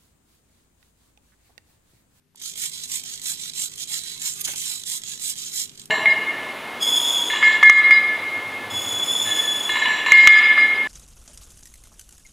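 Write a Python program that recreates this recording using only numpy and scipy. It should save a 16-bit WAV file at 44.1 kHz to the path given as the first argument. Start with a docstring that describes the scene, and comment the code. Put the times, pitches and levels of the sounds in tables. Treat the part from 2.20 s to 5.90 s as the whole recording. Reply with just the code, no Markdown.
"""Servo robot rocking on a table

Hobby servos rock a small plastic robot: loud fast swings alternate with slower, rougher strokes.
Gear teeth rattle in the servo cases, faster as the motors speed up; 50 Hz drive pulses jolt the gears.
Just past half-way a foot clacks down on the work table and rebounds. A low room hum lies underneath."""
import sys
import numpy as np
from scipy import signal
from scipy.fft import rfft, irfft, next_fast_len
from scipy.io import wavfile
from scipy.ndimage import uniform_filter1d, map_coordinates

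SR = 44100
rng = np.random.default_rng(int(sys.argv[2]) if len(sys.argv) > 2 else 0)


def dump_mix(stems):
    """Bounce the given channels to the path in sys.argv[1] as a 16-bit WAV at rate SR."""
    frames = np.atleast_2d(stems).T  # one column per channel
    limited = np.clip(frames, -1, 1)  # hard clip at full scale
    pcm = np.round(limited * 32767).astype(np.int16)
    wavfile.write(sys.argv[1], SR, pcm)


N = 163170
T = np.arange(N) / SR
DRIVE_HZ, FIRST_PULSE_S = 50, .1555

# The rattle's bands, low to high. Each row: lower edge in Hz, then the share it takes of the
# rasp, treble and low-body boosts.
RATTLE_BANDS = [(0, 0, 0, 1), (1250, 0, 0, .4), (2800, 0, 0, 0), (5800, 1, 0, 0), (7200, 0, 0, 0),
                (9000, 0, 1, 0), (11500, 0, 1, 0)]


def from_db(db):
    """Decibels to gain."""
    return 10 ** (np.asarray(db) / 20)


def unit_rms(x):
    """Scale to rms 1."""
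    return x / np.sqrt(np.mean(x ** 2) + 1e-20)


def pan(db):
    """Left and right gains of mean power 1; positive dB leans left."""
    return unit_rms(from_db([[db / 2], [-db / 2]]))


def stereo_noise(likeness=.55):
    """White noise, partly alike on left and right."""
    centre = np.sqrt(likeness) * rng.standard_normal(N)
    return centre + np.sqrt(1 - likeness) * rng.standard_normal((2, N))


def colour(x, points):
    """Minimum-phase EQ of unit power gain, shaped by (Hz, dB) or (Hz, left dB, right dB) points."""
    size = next_fast_len(N + SR // 2) * 2
    hz, *sides = np.transpose(points)
    log_hz = np.log(np.arange(size // 2 + 1) * SR / size + 1)
    curve = from_db([np.interp(log_hz, np.log(hz), db) for db in sides])
    top_loss = np.sqrt(1 + np.exp(20 * (log_hz - np.log(SR / 2.8))))
    cepstrum = irfft(np.log(unit_rms(curve / top_loss)))
    cepstrum[:, 1:size // 2] *= 2
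    cepstrum[:, size // 2 + 1:] = 0
    return irfft(rfft(x, size) * np.exp(rfft(cepstrum)))[:, :N]


def resonance(x, hz, width_hz):
    """One ringing mode; white noise keeps its power."""
    r = np.exp(-np.pi * width_hz / SR)
    feedforward = np.sqrt((1 - r * r) / 2) * np.array([1, 0, -1])
    feedback = [1, -2 * r * np.cos(2 * np.pi * hz / SR), r * r]
    return signal.lfilter(feedforward, feedback, x + 1e-18)


def struck(clicks, hz, width_hz):
    """A unit click rings a mode at a height of about 1."""
    return resonance(clicks, hz, width_hz) / np.sqrt(4 * np.pi * width_hz / SR)


def dying(power, decay_s):
    """Power of bursts whose amplitude dies with the given time constant."""
    return signal.lfilter([1], [1, -np.exp(-2 / (decay_s * SR))], power + 1e-18)


def crack_envelope(power, crack_s, tail_s, tail_db):
    """Each impact is a short crack with a longer tail."""
    return np.sqrt(dying(power, crack_s) + from_db(tail_db) ** 2 * dying(power, tail_s))


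def impacts(rows):
    """Power impulses from (seconds, dB) rows."""
    power = np.zeros(N)
    for s, db in rows:
        power[int(s * SR)] += from_db(db) ** 2
    return power


def hum():
    """Steady room hum and rumble, faded in at the start."""
    # Each row: pitch in Hz, level in dB before the fader.
    hum_tones = [(90.5, -72), (150, -66), (181, -73.5), (250, -70), (400, -70), (500, -82)]
    # The rumble's EQ. Each row: frequency in Hz, relative gain in dB.
    rumble_eq = [(20, 5), (45, -5), (90, 5), (170, 8), (260, 4), (370, 0), (470, -8), (800, -10),
                 (2000, -10), (6000, -15), (15000, -16)]
    # The fade-in and later level ride of both. Each row: time in seconds, gain in dB.
    fader = [(0, -11), (.13, -9.5), (.37, 1.5), (2.1, 3), (2.3, 6.5), (2.5, 1.5), (3.7, 3.5)]
    tones = sum(from_db(db) * np.sqrt(2) * np.sin(2 * np.pi * (hz * T + rng.random()))
                for hz, db in hum_tones)
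    rumble = from_db(-58.5) * colour(stereo_noise(likeness=.33), rumble_eq)
    return pan(2.6) * from_db(np.interp(T, *np.transpose(fader))) * (tones + rumble)


def soft_tap():
    """One faint, damped tap just before the servos start."""
    return from_db(-48.5) * struck(impacts([(.148, 0)]), hz=900, width_hz=140)


def pulse_envelope(decay_s):
    """Jumps to 1 at each drive pulse and dies away."""
    since_pulse_s = (T - FIRST_PULSE_S) % (1 / DRIVE_HZ)
    return np.exp(-since_pulse_s / decay_s)


def load_wobble(depth_db=1.06, step_s=.018):
    """A random gain: the load on the gears wavers."""
    knots = rng.standard_normal(1000)
    return from_db(depth_db * np.interp(T / step_s, np.arange(len(knots)), knots))


def teeth(per_s, uneven_db, jitter=.27, surge_db=6.5):
    """Gear teeth collide at uneven times and strengths: one envelope of rms 1 for each band."""
    chance = rng.standard_normal((6000, 2 + len(RATTLE_BANDS)))
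    hit_at = np.searchsorted(np.cumsum(per_s) / SR, np.arange(len(chance)) + jitter * chance[:, 0])
    # each drive pulse briefly pushes the gears harder
    surge = from_db(surge_db * pulse_envelope(decay_s=.003)) ** 2 / per_s
    sizes, envelopes = np.clip(chance, -2, 2), []
    for tint_db in sizes[:, 2:].T:   # each impact favours different bands
        hits = np.bincount(hit_at, from_db(uneven_db * sizes[:, 1] + tint_db) ** 2, N + 1)[:N]
        power = hits * surge * load_wobble() ** 2
        envelopes.append(unit_rms(crack_envelope(power, crack_s=.00081, tail_s=.0079, tail_db=1)))
    return envelopes


def flicker(x, width_hz=110, life_s=.045):
    """Random narrow peaks and dips flicker through the rattle's noise, strongest in the low mids."""
    # Each row: frequency in Hz, typical depth in dB.
    depths = [(600, 10), (1400, 9), (2300, 4), (4000, 3), (8000, 3), (14000, 3.5)]
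    hz, t, spectrum = signal.stft(x, SR, nperseg=2048, noverlap=1792)
    knots = rng.standard_normal((700, 300))
    grid = np.meshgrid(hz / width_hz, t / life_s, indexing="ij")
    field = unit_rms(map_coordinates(knots, grid, order=1, mode="wrap"))
    gain = from_db(np.interp(hz, *np.transpose(depths))[:, None] * np.clip(field, -2, 1.5))
    gain /= np.sqrt(uniform_filter1d(np.mean(gain ** 2, axis=1), size=9))[:, None]   # keep the power
    return signal.istft(spectrum * gain, SR, nperseg=2048, noverlap=1792)[1][:, :N]


def band_noises():
    """The rattle's raw texture: flickering stereo noise, split into bands."""
    spectrum = rfft(flicker(stereo_noise()))
    hz = np.arange(N // 2 + 1) * SR / N
    edges = [band[0] for band in RATTLE_BANDS] + [SR]
    return [irfft(spectrum * ((hz >= low) & (hz < high)), N) for low, high in zip(edges, edges[1:])]


def jolts(case_eq):
    """Drive pulses tick the resting gears; the hardest ones snap across the backlash."""
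    # Gear chatter while holding position. Each row: time in seconds, level in dB.
    holding = [(.15, -62), (.19, -45), (.4, -42), (1.5, -41.5), (2.3, -46), (3.4, -41), (3.53, -50.5),
               (3.62, -43.5), (3.665, -52), (3.7, -75)]
    # The gears take up their slack. Each row: time in seconds, relative level in dB, treble boost in dB.
    slack_snaps = [(0.1582, -41, 11), (0.173, -42, -14), (0.2008, -38, 8), (0.222, -34.5, 17),
                   (0.338, -37, -8), (0.656, -31, -6), (0.6991, -26, -10), (0.818, -40, -5),
                   (0.838, -29, 7), (0.8601, -28.5, -4), (0.9964, -40, 2), (1.0166, -26, 3),
                   (1.0576, -25, 3), (1.0842, -22, 1), (1.1947, -30, -12), (1.3353, -27, -15),
                   (1.361, -24.5, -5), (1.383, -25, 0), (1.4204, -26.5, 16), (1.516, -38, -7),
                   (1.538, -30, -7), (1.5588, -36, 14), (1.5807, -29, 2), (1.6744, -29, -1),
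                   (1.7915, -24, -4), (1.976, -30, 5), (1.9977, -30, -11), (2.018, -26, -4),
                   (2.249, -22.5, 5), (2.2518, -21, 11.5), (2.255, -21, 9), (2.359, -27, -4),
                   (2.3815, -20, 0), (2.6364, -22.5, -1), (2.8181, -30, -11.5), (2.8358, -27, -7),
                   (2.895, -26, 0), (2.9966, -28, -2), (3.1635, -33, 10), (3.1725, -34, -5),
                   (3.4943, -28.5, -12), (3.554, -39, -6), (3.5754, -41, -10), (3.6568, -41, 18.5)]
    ticking = unit_rms(pulse_envelope(decay_s=.0058) + from_db(-8))   # a floor between pulses
    chatter = from_db(np.interp(T, *np.transpose(holding))) * (T > FIRST_PULSE_S) * ticking
    rattles = teeth(per_s=np.full(N, 600), uneven_db=4.5)
    out = 0
    for rattle, noise, (_, _, treble, _) in zip(rattles, band_noises(), RATTLE_BANDS):
        snaps = impacts([(s, db - 1 + treble * treble_db) for s, db, treble_db in slack_snaps])
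        out = out + noise * np.sqrt((chatter * rattle) ** 2 + dying(snaps, decay_s=.0019))
    return colour(out, case_eq)


def gears(strokes, case_eq, base_teeth_per_s, uneven_db, modes_db):
    """Each stroke speeds up, holds and slows; the teeth's rate and force follow, and the case rings."""
    # Weaker modes of the servo cases. Each row: pitch in Hz, width in Hz, relative level in dB.
    case_modes = [(2260, 22, -28), (3310, 210, -29), (5140, 54, -22.5), (7570, 65, -10.5), (9370, 90, -31),
                  (13040, 83, -27)]
    rows = np.array(strokes)
    speeds = np.array([np.interp(T, row[0] + np.cumsum([0, *row[1:4]]), [0, 1, 1, 0]) for row in rows])
    db, ring_db, rasp_db, treble_db, low_db = rows[:, 4:].T

    def force(levels_db):
        """One envelope for all strokes, each at its own level."""
        return np.sqrt(from_db(levels_db) ** 2 @ speeds ** 2)

    rattles = teeth(base_teeth_per_s * (.3 + .76 * speeds.max(axis=0)), uneven_db)
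    body = sum(rattle * noise * force(db + rasp * rasp_db + treble * treble_db + low * low_db)
               for rattle, noise, (_, rasp, treble, low) in zip(rattles, band_noises(), RATTLE_BANDS))
    low_cut = signal.butter(3, 1020, "high", fs=SR, output="sos")   # small cases radiate little bass
    body = signal.sosfilt(low_cut, colour(body, case_eq))
    grit = rattles[2] * stereo_noise()
    ring_level = np.sqrt(from_db(db + ring_db) ** 2 @ speeds)   # already sings at low speed
    ring = resonance(grit * ring_level, hz=3972, width_hz=120)
    push = grit * force(db + modes_db)
    modes = sum(from_db(level) * resonance(push, hz, width) for hz, width, level in case_modes)
    # a dry zing stands out in the raspy strokes
    zing = resonance(grit * force(db - 21.5 + 4.9 * rasp_db), hz=6780, width_hz=180)
    return body + from_db(-4.5) * pan(-19) * ring + pan(-29) * (modes + zing)


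def slow_strokes(case_eq):
    """Slow moves and short nudges: the teeth strike sparsely, for a rough rasp."""
    # Each row: start, speed-up, hold and slow-down in seconds, relative level in dB,
    # then case ring, rasp, treble and low-body boosts in dB.
    strokes = [(0.205, 0.053, 0.018, 0.065, -32, -18, 3.5, 5, -4),
               (0.512, 0.012, 0.13, 0.015, -33, -4, -0.5, 2.5, -5),
               (0.82, 0.065, 0.053, 0.068, -33.2, -18, 3, 2, 0),
               (1.153, 0.065, 0.075, 0.016, -31, -3, -1, 2, -2),
               (1.566, 0.035, 0.035, 0.022, -31, -18, 3.1, 5.5, 2),
               (1.78, 0.093, 0.049, 0.096, -33.5, 1, 1.5, 3.5, 11.5),
               (2.13, 0.037, 0.003, 0.11, -34, -11, 2.5, 7, 13.5),
               (2.203, 0.0075, 0.0025, 0.0078, -28.5, -24, 3.4, 14, -2),
               (2.238, 0.012, 0.006, 0.015, -23.5, -24, 3, 5, -16),
               (2.262, 0.019, 0.039, 0.042, -30, -19, 2.5, 7.5, 8),
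               (2.352, 0.008, 0.062, 0.12, -27.5, -17, 2, 5, 0),
               (2.82, 0.066, 0.044, 0.061, -33, -7, 4, 2.5, 7.5),
               (3.14, 0.051, 0.088, 0.041, -31, -9, 2, 2.5, -2)]
    return from_db(-2.55) * gears(strokes, case_eq, base_teeth_per_s=300, uneven_db=1.5, modes_db=-.5)


def foot_knocks(ring_width_hz=230):
    """Plastic feet hit the table: a crack, the frame's modes, two broad rings set by where they land."""
    # Landings and rebounds. Each row: time in seconds, level in dB, lower and upper ring in Hz.
    landings = [(.213, -47, 920, 1610), (2.266, -36, 895, 1600), (2.281, -27.5, 617, 1630),
                (2.2846, -35, 362, 1450), (2.297, -41, 630, 1430), (2.335, -30.5, 885, 2460)]
    # The crack's EQ. Each row: frequency in Hz, relative gain in dB.
    crack_eq = [(60, 9), (250, 9), (600, 1), (950, 6.5), (1500, 3.5), (2000, 4), (2700, 9), (4500, 8),
                (12000, -14)]
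    # The plastic frame's ring. Each row: pitch in Hz, width in Hz, relative level in dB.
    frame_modes = [(344, 63, -16), (619, 18, -22.5), (794, 17, -21.5), (1380, 25, -21), (1510, 23, -16),
                   (1674, 20, -23), (1910, 37, -20), (2180, 22, -31), (2650, 19, -22), (2800, 35, -16)]
    hits = impacts([row[:2] for row in landings])
    clatter = stereo_noise()
    crack = colour(clatter * crack_envelope(hits, crack_s=.00083, tail_s=.028, tail_db=-14), crack_eq)
    frame = sum(from_db(db) * struck(np.sqrt(hits), hz, width) for hz, width, db in frame_modes)
    rings = 0
    for s, db, low_hz, high_hz in landings:
        push = clatter * np.sqrt(dying(impacts([(s, db - 13)]), decay_s=.0083))
        rings += from_db(-3.5) * resonance(push, low_hz, ring_width_hz / 2)
        rings += resonance(push, high_hz, ring_width_hz)
    return pan(1.1) * (crack + from_db(-.5) * frame + rings)


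def fast_swings():
    """Loud, quick moves: the tooth impacts crowd into a bright whirr."""
    # Each row: start, speed-up, hold and slow-down in seconds, relative level in dB,
    # then case ring, rasp, treble and low-body boosts in dB.
    swings = [(0.346, 0.075, 0.017, 0.074, -25.5, -11.5, 0.5, 1, 0.5),
              (0.663, 0.08, 0.018, 0.059, -24.5, -19, 0.5, -2, -2),
              (1.006, 0.087, 0.014, 0.059, -24.5, -7, 1, 0, -4),
              (1.326, 0.069, 0.05, 0.045, -25.5, -8, 1.5, -2, -2.5),
              (1.666, 0.076, 0.0046, 0.085, -24, -6.5, 0.5, -2, 1.5),
              (1.984, 0.082, 0.008, 0.088, -23.5, -12.5, 2, -2, -1),
              (2.449, 0.0063, 0.054, 0.14, -27.5, -6, -1, -2.5, 0.5),
              (2.644, 0.054, 0.067, 0.036, -25, -11, 0, -1, -6.5),
              (2.981, 0.06, 0.065, 0.038, -25, -10.5, 0.5, -1, -8.5),
              (3.304, 0.063, 0.049, 0.051, -25, -9.5, 1, -1, -8)]
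    # The cases' tone at high speed. Each row: frequency in Hz, relative left and right gain in dB.
    case_eq = [(300, -47, -28), (700, -16.5, -44), (1300, -22, -29), (1930, -18.5, -15), (2870, -17, -13.5),
               (3260, -13.5, -6.5), (4900, -15, -9.5), (5200, -11, -6), (5760, -11, -9.5), (6650, -5, -9.5),
               (7360, -12.5, 0.5), (8280, -14, -5), (9930, -12.5, -5.5), (10140, -23.5, -10),
               (12700, -16.5, -13.5), (13100, -20, -4.5), (14400, -28, -14)]
    return from_db(-1.35) * gears(swings, case_eq, base_teeth_per_s=800, uneven_db=2.5, modes_db=-2)


def room(x, t60_s=.2, level_db=-15):
    """A short diffuse tail, different on each side."""
    t = T[:SR // 2]
    tail = rng.standard_normal((2, len(t))) * from_db(-60 * t / t60_s) * (t > .004)
    return from_db(level_db) * signal.fftconvolve(x, unit_rms(tail) / np.sqrt(len(t)), axes=1)[:, :N]


def scene():
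    """The robot stands a little to the right in a humming room, so it reaches the left side late."""
    # The cases' tone at low speed. Each row: frequency in Hz, relative left and right gain in dB.
    slow_case_eq = [(300, -23, -32.5), (710, -22.5, -35.5), (1330, -22, -25.5), (2000, -18.5, -13),
                    (2800, -14.5, -12), (3160, -10.5, -2.5), (4900, -13, -6.5), (5570, -13.5, -6),
                    (5680, -7, -7.5), (6700, -5.5, -8.5), (7640, -16.5, 0), (8200, -13, -7),
                    (9500, -17.5, -8.5), (10100, -23.5, -13), (12300, -23.5, -17.5), (13300, -32, -14),
                    (14500, -35, -17.5)]
    robot = fast_swings() + slow_strokes(slow_case_eq) + jolts(slow_case_eq) + foot_knocks() + soft_tap()
    left_lag_s = .00011
    robot[0] = np.roll(robot[0], round(left_lag_s * SR))
    return robot + room(robot) + hum()


def record(dry):
    """A steep low-pass takes off the very top."""
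    return signal.sosfilt(signal.ellip(12, .2, 80, 14550, fs=SR, output="sos"), dry)


dry = scene()
out = record(dry)
dump_mix(out)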